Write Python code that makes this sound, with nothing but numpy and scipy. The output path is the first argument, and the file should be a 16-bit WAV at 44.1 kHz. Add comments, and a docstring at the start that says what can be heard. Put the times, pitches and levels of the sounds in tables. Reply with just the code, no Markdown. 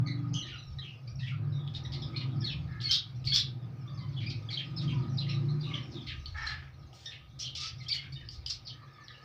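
"""A walled concrete yard. From the start, young chickens and small birds whistle peeps and rasp out chirps
while beaks tap the floor, all ringing between the walls over a far engine's throb and a distant flock.
Near 3 s a hen squawks softly and the calls flare up. From 3.6 s the exhaust tones climb, fading by 6 s,
and the hen gives her loudest squawk. The sharpest peep comes near 8 s; a long, faint squawk closes."""
import sys
import numpy as np
from scipy import signal
from scipy.fft import rfft, irfft, next_fast_len
from scipy.io import wavfile
from scipy.ndimage import uniform_filter1d, map_coordinates

SR = 44100
rng = np.random.default_rng(int(sys.argv[2]) if len(sys.argv) > 2 else 0)


def store_pcm(level_fs):
    """Save levels as 16-bit WAV."""
    pcm = np.round(np.clip(level_fs, -1, 1) * 32767).astype(np.int16)
    wavfile.write(sys.argv[1], SR, np.atleast_2d(pcm).T)


N = 407484

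# Fader moves for road and exhaust noise. Each row: time in seconds, then boom, bark and deep band in dB.
RUMBLE_LEVELS = [(0.0, -24.5, -54.5, -56), (0.1, -46, -50, -68), (0.36, -46, -51, -57),
                 (0.64, -44, -67, -58.5), (0.69, -42, -70.5, -41), (1.0, -42, -64, -66),
                 (1.13, -35, -62, -42.5), (1.23, -34, -73, -58), (1.44, -34.5, -52.5, -52),
                 (1.7, -31, -53.5, -62), (1.72, -44.5, -53.5, -52), (2.24, -32.5, -47.5, -66),
                 (2.65, -39.5, -57.5, -46.5), (2.98, -43, -67.5, -58), (3.34, -36.5, -61, -50.5),
                 (3.73, -42.5, -57.5, -63), (3.94, -37.5, -62.5, -56), (4.19, -34, -55.5, -62),
                 (4.35, -40, -56, -48), (4.61, -42.5, -56, -60), (4.86, -33.5, -47, -53.5),
                 (5.71, -35.5, -51.5, -53.5), (5.92, -53, -55.5, -51), (5.97, -46, -48, -68),
                 (6.1, -45, -64.5, -45.5), (7.46, -50, -69.5, -60.5), (7.77, -45, -69.5, -50.5),
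                 (9.24, -52.5, -68.5, -59)]


def peeps():
    """Gliding whistles with side partials; hoarse notes tremble in pitch and break up in level."""
    # Each row: start and length in seconds, first and last pitch in Hz, level in dB,
    # sub-octave in dB against the note, hoarseness from 0 to about 1.
    notes = [(0.06, .097, 4265, 4020, -50, -4, 1), (0.066, 0.016, 6320, 6170, -49.5, -32, 0.3),
             (0.333, 0.015, 5110, 5220, -43.5, -32, .6), (0.346, 0.095, 3150, 3000, -42, -42.5, .8),
             (0.336, 0.077, 6300, 6030, -37, -34, 0.6), (0.419, .039, 4245, 3360, -47.5, -13, 0.51),
             (.442, .091, 1740, 2180, -57, -40, 0.6), (0.461, 0.034, 6600, 5860, -53, -6, 0.3),
             (0.519, 0.05, 3186, 2374, -49, -8, 0.77), (0.571, 0.099, 3980, 3860, -58.5, -40, .5),
             (.535, 0.017, 6100, 5400, -59, -22, .2), (.63, 0.018, 5900, 5280, -60, -20, .2),
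             (.718, .027, 5660, 5200, -63, -20, 0.4), (0.583, 0.0138, 6150, 5690, -52.5, -14, 0.1),
             (0.666, 0.038, 5570, 5370, -60, -23, .2), (.784, 0.024, 3960, 3760, -45.5, -11.5, 0.88),
             (0.815, .15, 3220, 2530, -50.5, -38, 0.76), (1.074, 0.011, 4630, 5120, -46.5, -9, 1),
             (1.093, 0.018, 5660, 5780, -55, -28, .1), (1.155, 0.01, 5420, 5700, -47.5, -25.5, 0.3),
             (1.184, 0.11, 4590, 2376, -54, -17.5, 0.9), (1.192, 0.014, 5070, 5400, -52.5, 4, 0.8),
             (1.204, 0.071, 1845, 2000, -52.5, -29, 0.3), (1.315, 0.029, 1410, 1253, -51, -24, 0.6),
             (1.521, .16, 3880, 3375, -60, -28, 0.59), (1.666, 0.027, 3260, 3650, -54, -28, 0.6),
             (1.744, 0.045, 3700, 3860, -47.5, -29, 0.5), (1.835, 0.038, 5580, 5880, -55, -40, 0.7),
             (1.847, 0.022, 3780, 3860, -49.5, -8.5, 0.8), (1.924, .055, 4400, 4010, -45.5, -10, 1.02),
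             (2.017, 0.045, 5300, 5000, -51, -45, 0.7), (2.019, 0.028, 3640, 3515, -43.5, -34, .8),
             (2.131, 0.059, 2120, 2790, -49.5, -39, 0.44), (2.161, 0.022, 4305, 3940, -43.5, -32, 1),
             (2.417, 0.038, 3380, 3440, -51.5, -8.5, 0.6), (2.398, 0.051, 5160, 4870, -52, -34, 0.9),
             (2.44, 0.085, 4484, 2870, -37.5, -21, 0.6), (2.498, 0.036, 5480, 4680, -53, 5.5, 0.57),
             (2.836, 0.082, 4486, 4160, -34, -17.5, 0.27), (2.891, 0.051, 3100, 3260, -33.5, -23, 0.42),
             (2.888, 0.097, 5970, 6440, -37.5, -44, 0.4), (3.239, .071, 5080, 4620, -55, -48, 0.1),
             (3.269, 0.11, 4430, 4360, -35.5, -16, 0.5), (3.314, 0.0975, 3566, 3213, -36.5, -20.5, 1.1),
             (3.854, 0.22, 1193, 1141, -63, -9, 0.67), (3.873, .05, 3570, 3570, -61.5, -36, 0.73),
             (3.93, .06, 6350, 5960, -65, -40, 0.56), (4.007, 0.055, 3175, 3000, -62.5, -37, 0.13),
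             (3.973, 0.043, 4900, 3950, -55, -19, .8), (3.999, 0.073, 2078, 2015, -66, 5, 0.1),
             (4.163, 0.035, 3325, 3020, -51, -30, 1.1), (4.209, 0.19, 2287, 2580, -55, -39, .7),
             (4.261, 0.024, 4730, 4740, -41, -5, 0.58), (4.64, .1, 5150, 5050, -66, -32, .3),
             (4.286, .065, 5110, 3910, -48, -15, 0.66), (4.487, 0.01, 3360, 3150, -37.5, -21, 0.42),
             (4.501, 0.048, 4433, 4330, -42, -4, .8), (4.525, 0.032, 4050, 3860, -36, -31, 0.72),
             (4.571, 0.014, 3300, 3035, -34.5, -35, 1), (4.763, 0.018, 5280, 5010, -40.5, -31, 0.2),
             (4.773, 0.044, 4570, 3340, -44, -45, 0.76), (4.878, 0.025, 3210, 3220, -42.5, -32, .25),
             (4.924, .1, 1027, 888, -56, -11, .1), (5.171, 0.045, 5240, 3090, -43, -41, 0.88),
             (5.18, 0.016, 3780, 4030, -40, -37, 0.63), (5.265, 0.064, 2043, 2780, -58, -18, 0.9),
             (5.278, 0.11, 4210, 3830, -50.5, -17, 0.97), (5.286, 0.055, 5170, 5510, -52.5, -3, .9),
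             (5.484, 0.048, 4050, 4220, -53.5, -33, 0.53), (5.606, 0.033, 4800, 3500, -55.5, -38, 1),
             (5.661, .19, 1108, 1234, -58.5, -8, 0.78), (5.698, 0.073, 2374, 2120, -52, -26, 0.8),
             (5.73, 0.042, 3125, 3050, -40, -26, .9), (5.748, 0.046, 6110, 5870, -57, -11, 0.6),
             (5.828, 0.026, 5450, 5280, -56, -8, 0.3), (5.942, 0.11, 3590, 3310, -53.5, -43, .9),
             (6.07, 0.075, 4590, 3040, -53.5, 3.5, 0.8), (6.257, 0.013, 4380, 4450, -43, -48, 0.36),
             (6.417, 0.033, 5760, 5060, -47, -25, 1.06), (6.469, .012, 4300, 4130, -31, -40, 0.7),
             (6.862, 0.025, 6700, 5900, -60, -24, 0.3), (7.055, 0.014, 5800, 5200, -44, -40, 1),
             (7.055, .13, 1904, 1760, -63, -40, 0.95), (7.058, 0.037, 3733, 3500, -42.5, -11.5, 0.54),
             (7.396, 0.048, 5770, 6370, -36, -19, 0.93), (7.428, 0.0634, 3425, 2920, -47, -47, 1.01),
             (7.579, 0.12, 1191, 1395, -58, -43, 0.58), (7.775, 0.035, 5380, 5370, -58, -40, 1),
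             (7.799, 0.044, 4430, 3870, -55.5, -2.5, 0.74), (7.862, 0.043, 3070, 3880, -48, -23, 0.3),
             (7.89, .025, 5470, 4550, -44, -6, .1), (7.895, 0.046, 4456, 4860, -32, -13, 0.2),
             (7.92, 0.012, 2725, 5020, -31, -38, 0.1), (7.926, 0.0081, 4310, 4440, -23, -35, 0.03),
             (7.934, 0.093, 2133, 2200, -50, -46, 0.76), (7.95, 0.045, 3090, 2956, -43, -46, 1.11),
             (8.121, 0.0195, 4360, 4830, -48, -11, .2), (8.155, 0.023, 3680, 3640, -46.5, -15, 0.1),
             (8.194, 0.051, 2320, 1470, -62, -40, 1), (8.161, 0.029, 2930, 3000, -53, -40, 0.5),
             (8.65, 0.055, 5140, 3420, -49, -29, 0.63), (8.695, 0.032, 3070, 3090, -48.5, -40, 0.69),
             (8.815, 0.049, 1188, 1230, -60, -44, 1.05), (8.967, 0.053, 1166, 1190, -58.5, -40, 0.65),
             (9.037, .02, 5900, 5260, -64, -40, 0.4), (9.085, 0.048, 4200, 2950, -56.5, -1, 1.11),
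             (9.123, .06, 3060, 2740, -61, -16, 1.1)]
    out = np.zeros(N)
    for start, length, hz0, hz1, db, sub_db, hoarse in notes:
        fifth_db, octave_db = (-12.5, -18) if hz0 < 2500 else (-31.5, -20.5)  # low notes are chesty
        u = np.linspace(0, 1, max(round(length * SR), 99))
        hz = hz0 * (hz1 / hz0) ** u * (1 + .055 * hoarse * wobble(500, len(u)))
        phase = 2 * np.pi * np.cumsum(hz) / SR
        tone = np.sin(phase) + amp(sub_db) * np.sin(phase / 2)
        tone += amp(fifth_db) * np.sin(1.5 * phase) + amp(octave_db) * np.sin(2 * phase)
        envelope = np.minimum(u * length / .0035, 1) * np.minimum((1 - u) * 2, 1)
        add(out, start, amp(db + 5.2 * hoarse * wobble(201, len(u))) * envelope * tone)
    return out


def rasps():
    """Air bursts hundreds of times a second through a sinking throat band; hard calls add sheen."""
    # Each row: start in seconds, level in dB, throat centre in Hz, sheen in dB against the band,
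    # length in seconds, half-width of the band in octaves.
    chirps = [(.061, -72, 4300, -12, 0.034, 0.74), (.34, -55.5, 5010, -27.5, 0.043, 0.69),
              (0.461, -53.5, 2940, -13, 0.11, 0.4), (0.552, -59, 3140, -20, .023, 0.59),
              (0.829, -57, 2660, -14, 0.073, 0.17), (1.193, -62, 3840, -25, 0.17, .6),
              (1.262, -49, 2500, -12.5, 0.067, 0.27), (1.735, -54, 4070, -14, 0.06, .72),
              (1.918, -47.5, 3950, -7.5, 0.044, .37), (2.168, -49, 3800, -24, 0.019, 0.51),
              (2.201, -48.5, 2960, -19, 0.032, 0.43), (2.45, -54.5, 4100, -14, 0.037, 1),
              (2.514, -46, 3070, -24, 0.028, 0.37), (2.806, -49, 3630, -3.5, .14, 0.42),
              (2.907, -27.5, 4130, -5.5, 0.066, 0.22), (3.247, -48.5, 3560, 1.5, 0.19, .44),
              (3.333, -29, 4360, -2, 0.082, 0.19), (4.005, -66, 4340, -17.5, 0.045, .23),
              (4.2, -56, 2960, -14.5, 0.077, 0.57), (4.297, -44.5, 4170, -14.5, 0.026, 0.43),
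              (4.503, -52.5, 3970, -17.5, 0.062, 0.89), (4.587, -45, 2820, -14.5, 0.036, 0.42),
              (4.808, -55, 3850, -32, 0.051, 1), (4.889, -48, 2830, -10, .047, 0.26),
              (5.203, -50.5, 3320, -23.5, 0.051, 0.24), (5.286, -47.5, 2770, -24, 0.051, 0.22),
              (5.628, -50, 3250, -15, 0.11, 0.11), (5.74, -54, 2780, -13.5, 0.084, 0.6),
              (5.914, -58.5, 4700, -13.5, 0.063, 0.2), (6.064, -44.5, 3220, -13, 0.071, .38),
              (6.361, -56, 4070, -14, .1, .8), (6.411, -59.5, 2320, -10, 0.31, 0.54),
              (6.455, -48, 3560, -3, .1, 0.68), (6.929, -59.5, 5200, 5, 0.23, 1),
              (7.055, -69.5, 3380, 9, 0.073, 1), (7.107, -52, 2870, -19, 0.066, 0.36),
              (7.387, -45, 5300, -2, .073, 0.66), (7.448, -48, 3700, -11.5, 0.072, 0.15),
              (7.548, -40.5, 4640, -10.5, .05, 0.66), (7.597, -41.5, 4570, -19, 0.11, 0.78),
              (7.664, -42, 5230, -22, 0.033, .13), (7.813, -59, 4200, -12, 0.051, 0.92),
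              (7.881, -40.5, 4460, -0.5, 0.031, 0.22), (7.93, -44.5, 4200, 5.5, 0.039, 0.95),
              (8.01, -57, 2150, -9, 0.069, 0.73), (8.12, -58.5, 4460, 4, .036, 0.18),
              (8.204, -63.5, 3520, -13, 0.017, 1), (8.304, -53.5, 4900, 1, .07, 0.29),
              (8.457, -47.5, 5400, -11, 0.11, 0.86), (8.497, -30, 5070, -6.5, 0.016, .44),
              (8.665, -48, 4250, -27, 0.053, 0.22), (9.07, -71, 4080, -16, 0.033, .3)]
    out = np.zeros(N)

    def throat(air, centre, width):
        return unit(filtered(
            air, lambda f: amp(-6) ** (np.log2(f / centre + 1e-3) / width) ** 2 + amp(-29) * (f > 1100)))

    for start, db, hz, sheen_db, length, width in chirps:
        fall_octaves = .23 + 1.97 * length  # longer chirps sink further
        u = np.linspace(0, 1, round(np.clip(length, .01, .3) * SR))
        air = rng.standard_normal(SR // 3)[:len(u)] * amp(3.2 * wobble(587, len(u)))
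        bright = throat(air, hz * 2 ** (fall_octaves / 2), width)
        dull = throat(air, hz / 2 ** (fall_octaves / 2), width)
        sinking = bright * np.cos(u * np.pi / 2) + dull * np.sin(u * np.pi / 2)
        sheen = unit(filtered(air * amp(1.3 * wobble(820, len(u))), lambda f: f > 6500))
        envelope = np.minimum(u * length / .006, 1) * np.sqrt(1 - u)
        add(out, start, amp(db) * envelope * (sinking + amp(sheen_db) * sheen))
    return out


def squawks(pitch_hz=430, attack_s=.01, release_s=.05):
    """Uneven glottal pulses mixed with breath noise ring the hen's throat."""
    # The hen's calls. Each row: start in seconds, length in seconds, level in dB.
    calls = [(2.667, 0.24, -61), (6.342, 0.23, -46), (8.721, 0.84, -70.5)]
    # Her throat resonances. Each row: centre in Hz, width in Hz, gain in dB.
    formants = [(760, 185, -7), (1187, 380, 0), (1796, 470, 9), (2410, 360, -9.5)]
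    out = np.zeros(N)

    def throat(f):
        return sum((-1) ** k * amp(db) * resonance(f, hz, width) ** 2
                   for k, (hz, width, db) in enumerate(formants))

    for start, length, db in calls:
        t = np.arange(0, length, 1 / SR)
        cycles = np.cumsum(pitch_hz * (1 + .04 * wobble(120, len(t)))) / SR
        pulses = np.diff(np.floor(cycles), prepend=0)
        voice = unit(pulses) + .6 * rng.standard_normal(SR)[:len(t)]
        envelope = np.minimum(np.minimum(t / attack_s, (length - t) / release_s), 1)
        add(out, start, amp(db + 1.2 * wobble(20, len(t))) * envelope * unit(filtered(voice, throat)))
    return out


def beak_taps(t60_s=.012):
    """A beak on concrete: a short crack, coloured by the horn of the beak and a duller knock."""
    # Each row: start in seconds, peak level in dB, ring of the beak in Hz.
    pecks = [(0.341, -27.5, 6240), (1.079, -52, 5000), (1.676, -37, 3220), (1.749, -31.5, 3820),
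             (1.92, -44, 4440), (2.026, -39, 3870), (2.162, -32.5, 4330), (2.803, -35.5, 3860),
             (3.243, -39.5, 3230), (6.258, -30, 4530), (6.93, -45, 5800), (7.058, -34.5, 3930),
             (7.399, -29.5, 5700), (7.553, -31.5, 3600), (8.288, -29, 4860), (8.462, -21, 5010),
             (9.082, -34.5, 4040)]
    out, t = np.zeros(N), np.arange(SR // 40) / SR
    for start, db, hz in pecks:
        crack = rng.standard_normal(len(t)) * amp(-60 * t / t60_s) * np.minimum(t / .0006, 1)
        tap = filtered(crack, lambda f: resonance(f, hz, 1100) ** 2
                       - .5 * resonance(f, 3000, 700) ** 2 + .1 * resonance(f, 9000, 9000))
        add(out, start, amp(db) * tap / np.abs(tap).max())
    return out


def walls(x, step):
    """Reverb off the walls; sources stand all over, so every step samples get a new tail."""
    # Each row: frequency in Hz, time to die away by 60 dB in seconds.
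    decay_times = [(500, 0.39), (2500, 0.29), (5000, 0.21), (10000, 0.11)]
    out = np.zeros(N)
    crossfade, padded = np.hanning(2 * step), np.pad(x, (0, 2 * step))
    for start in range(0, N, step):
        hz, t, noise = signal.stft(rng.standard_normal(SR // 3), SR, nperseg=256)
        tail = signal.istft(noise * amp(-60 * t / along(decay_times, hz)[:, None]), SR, nperseg=256)[1]
        tail *= np.minimum(np.arange(len(tail)) / (.00084 * SR), 1)
        window = np.where((start == 0) & (np.arange(2 * step) < step), 1, crossfade)
        piece = padded[start:start + 2 * step] * window
        add(out, start / SR, signal.fftconvolve(piece, tail / np.linalg.norm(tail)))
    return out


def engine_rumble():
    """Road and exhaust noise: a boom and a higher bark throb together over a lumpy deep band."""
    # The EQ of each band. Each row: frequency in Hz, gain in dB.
    boom_eq = [(50, -62.5), (60, -38), (85, -17.5), (105, 14), (135, 17.5), (165, -0.5), (190, 0),
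               (260, -100)]
    bark_eq = [(150, -100), (180, -6), (220, 1), (290, -1.5), (350, 0), (385, -19), (430, -41), (600, -120)]
    deep_eq = [(15, -30.5), (30, -18), (50, -13), (65, -4.5), (85, 1.5), (110, -40.5), (200, -120)]
    boom_db, bark_db, deep_db = curves(RUMBLE_LEVELS)
    boom = amp(boom_db - 3.5) * coloured(rng.standard_normal(N), boom_eq)
    bark = amp(bark_db) * coloured(rng.standard_normal(N), bark_eq)
    deep = amp(deep_db) * coloured(rng.standard_normal(N) * amp(2 * wobble(9)), deep_eq)
    throb, surge = amp(3 * wobble(7)), amp(4 * wobble(3.4))
    return throb * (boom + bark) + surge * deep


def exhaust(orders=(4, 5, 6, 7, 9, 12), hunting=.02423, fade_s=.08):
    """Multiples of the firing rate sing, loudest where the pipe rings, and fade at each gear change."""
    # One list per pull under throttle. Each row: time in seconds, firings a second, level in dB.
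    pulls = [
        [(0, 23.4, -33.5), (.36, 24.3, -31.5), (.46, 25, -54), (.55, 24.5, -40)],
        [(1.1, 20.5, -41), (1.3, 20.5, -36.5), (1.5, 21.1, -34), (1.8, 20.6, -35.5), (2.1, 21, -38),
         (2.3, 22, -41), (2.6, 23, -38), (2.85, 23, -54.5)],
        [(3.6, 18.5, -36), (3.95, 19.6, -49.5), (4.25, 20.6, -38), (4.5, 21.6, -40), (4.62, 22.6, -45.5),
         (4.88, 24, -33.5), (5.1, 25.6, -39), (5.37, 29, -31), (5.55, 29.8, -27.5), (5.75, 30.3, -37),
         (5.9, 30, -55), (6.1, 29, -44)],
    ]
    # The pipe's resonances. Each row: frequency in Hz, gain in dB.
    pipe_eq = [(70, -19.5), (94, -24), (106, -3.5), (120, -8.5), (140, -3.5), (165, -7), (190, -32),
               (250, -27), (290, -16), (360, -25.5)]
    out = np.zeros(N)
    for pull in pulls:
        times, rates, levels = np.transpose(pull)
        t = np.arange(times[0], times[-1], 1 / SR)
        firing_hz = np.interp(t, times, rates) * (1 + hunting * wobble(8, len(t)))
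        level_db = np.interp(t, times, levels)
        firings = np.cumsum(firing_hz) / SR
        onset = times[0] if times[0] > 0 else -fade_s  # the first pull is already under way
        fade = np.minimum(np.minimum(t - onset, times[-1] - t) / fade_s, 1)
        for k, offset in zip(orders, rng.random(len(orders))):
            db = level_db + along(pipe_eq, k * firing_hz) + 3 * wobble(6.17, len(t))
            add(out, times[0], np.sqrt(2) * fade * amp(db) * np.sin(2 * np.pi * (k * firings + offset)))
    return out


def far_birds(count):
    """Many faint, short, falling whistles at random moments and pitches."""
    out = np.zeros(N)
    for when, pitch, fall, length, strength in rng.random((count, 5)):
        u = np.linspace(0, 1, round((.012 + .03 * length) * SR))
        hz = 3400 * 1.9 ** pitch * (1 - .3 * fall * u)
        envelope = amp(11 * strength) * np.sin(np.pi * u ** .28)
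        add(out, when * N / SR, envelope * np.sin(2 * np.pi * np.cumsum(hz) / SR))
    return out


def ambience():
    """The bed: outdoor air swelling with the engine's bark, a fuzzy fluttering whine, a blurred flock."""
    # Fader moves. Each row: time in seconds, whine level in dB, flock level in dB.
    bed_levels = [(0, -61.5, -66.5), (.5, -64.5, -63.5), (1, -71, -67), (1.5, -69.5, -70), (2, -61, -59.5),
                  (2.7, -71, -64.5), (3.7, -71.5, -66), (4.2, -70, -63), (5, -60.5, -59.5),
                  (5.8, -68, -58.5), (6.5, -62.5, -59.5), (6.7, -72, -67), (7.6, -72.5, -65.5),
                  (8.5, -77, -64), (8.9, -64.5, -64.5), (9.24, -65, -62.5)]
    # The EQ of each noise layer. Each row: frequency in Hz, gain in dB.
    air_eq = [(150, -24.5), (300, 0), (500, 3), (740, 0.5), (790, 4.5), (840, -2.5), (940, -2.5),
              (965, 2.5), (990, -3), (1600, -5.5), (2500, -15), (6000, -32)]
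    whine_eq = [(800, -120), (1050, -42.5), (1180, -4.5), (1250, 5.5), (1320, -10), (1450, -43.5),
                (2000, -120)]
    flock_eq = [(1500, -25.5), (2200, 5), (3500, -7.5), (4600, -1), (5600, -6.5), (6500, -2.5),
                (9000, -4.5)]
    whine_db, flock_db = curves(bed_levels)
    bark_db = curves(RUMBLE_LEVELS)[1]
    air_db = -63 + .46 * (bark_db - bark_db.mean())
    whine = coloured(rng.standard_normal(N), whine_eq) * amp(3.5 * wobble(19))
    air = coloured(patchy_noise(depth_db=2.5), air_eq)
    whistles = far_birds(count=700)
    blur = coloured(patchy_noise(depth_db=3.5), flock_eq)
    flock = blur + amp(-3) * unit(whistles + amp(2) * walls(whistles, SR))
    return amp(air_db) * air + amp(whine_db) * whine + amp(flock_db) * flock


def amp(db):
    """dB to gain."""
    return 10 ** (np.asarray(db) / 20)


def unit(x):
    """Scaled to rms 1."""
    return x / np.sqrt(np.mean(x ** 2) + 1e-20)


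def along(points, hz):
    """Reads (Hz, value) points on a log frequency axis."""
    freqs, values = np.transpose(points)
    return np.interp(np.log(hz + 1), np.log(freqs + 1), values)


def curves(rows):
    """One value per sample for each column after the time."""
    times, *columns = np.transpose(rows)
    return [np.interp(np.arange(N) / SR, times, column) for column in columns]


def wobble(rate, size=N):
    """A smooth random curve, rate knots a second."""
    knots = rng.standard_normal(int(N * rate / SR) + 4 if size == N else 400)
    return map_coordinates(knots, [np.arange(size) * rate / SR], mode="wrap")


def filtered(x, response):
    """x through a frequency response."""
    size = next_fast_len(len(x) + 8192)
    return irfft(rfft(x, size) * response(np.fft.rfftfreq(size, 1 / SR)), size)[:len(x)]


def coloured(x, eq):
    """x through an EQ curve, at rms 1."""
    return unit(filtered(x, lambda hz: amp(along(eq, hz))))


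def patchy_noise(depth_db):
    """Noise with patches of random gain in time and frequency."""
    noise = signal.stft(rng.standard_normal(N), nperseg=512)[2]
    patches = uniform_filter1d(uniform_filter1d(rng.standard_normal(noise.shape), 2, 0), 16, 1)
    return signal.istft(noise * amp(depth_db * unit(patches)), nperseg=512)[1][:N]


def resonance(f, hz, width_hz):
    """A causal resonance of gain 1 at its centre."""
    return 1j * f * width_hz / (hz * hz - f * f + 1j * f * width_hz)


def add(track, start_s, sound):
    """Lays a sound into the track."""
    part = track[round(start_s * SR):][:len(sound)]
    part += sound[:len(part)]


def scene():
    """Birds and beaks, direct and off the walls, over the engine and the bed; mono."""
    birds = amp(1) * (peeps() + rasps() + squawks())
    beaks = beak_taps()
    reverb = walls(amp(1.5) * birds + amp(-1.5) * beaks, step=SR // 5)
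    return (birds + beaks + reverb + engine_rumble() + exhaust() + ambience())[None]


def record(dry, top_hz=15550):
    """The microphone is dull above 6 kHz, lifts again near 15 kHz, hisses faintly and ends at top_hz."""
    # Its response and the colour of its hiss. Each row: frequency in Hz, gain in dB.
    mic_eq = [(5500, -0.5), (6200, -10), (7000, -17), (9000, -25), (10500, -35), (12000, -45.5),
              (13500, -30), (14800, -25), (16000, -16.5)]
    hiss_eq = [(3000, -9.5), (7000, -5), (9000, 1), (12500, 3.5), (14000, -0.5), (15000, 12), (16000, -6.5)]
    sound = filtered(dry[0], lambda hz: amp(along(mic_eq, hz)))
    hiss = amp(-86.5) * coloured(rng.standard_normal(N), hiss_eq)
    return filtered(sound + hiss, lambda hz: hz < top_hz)[None]


dry = scene()
out = record(dry)
store_pcm(out)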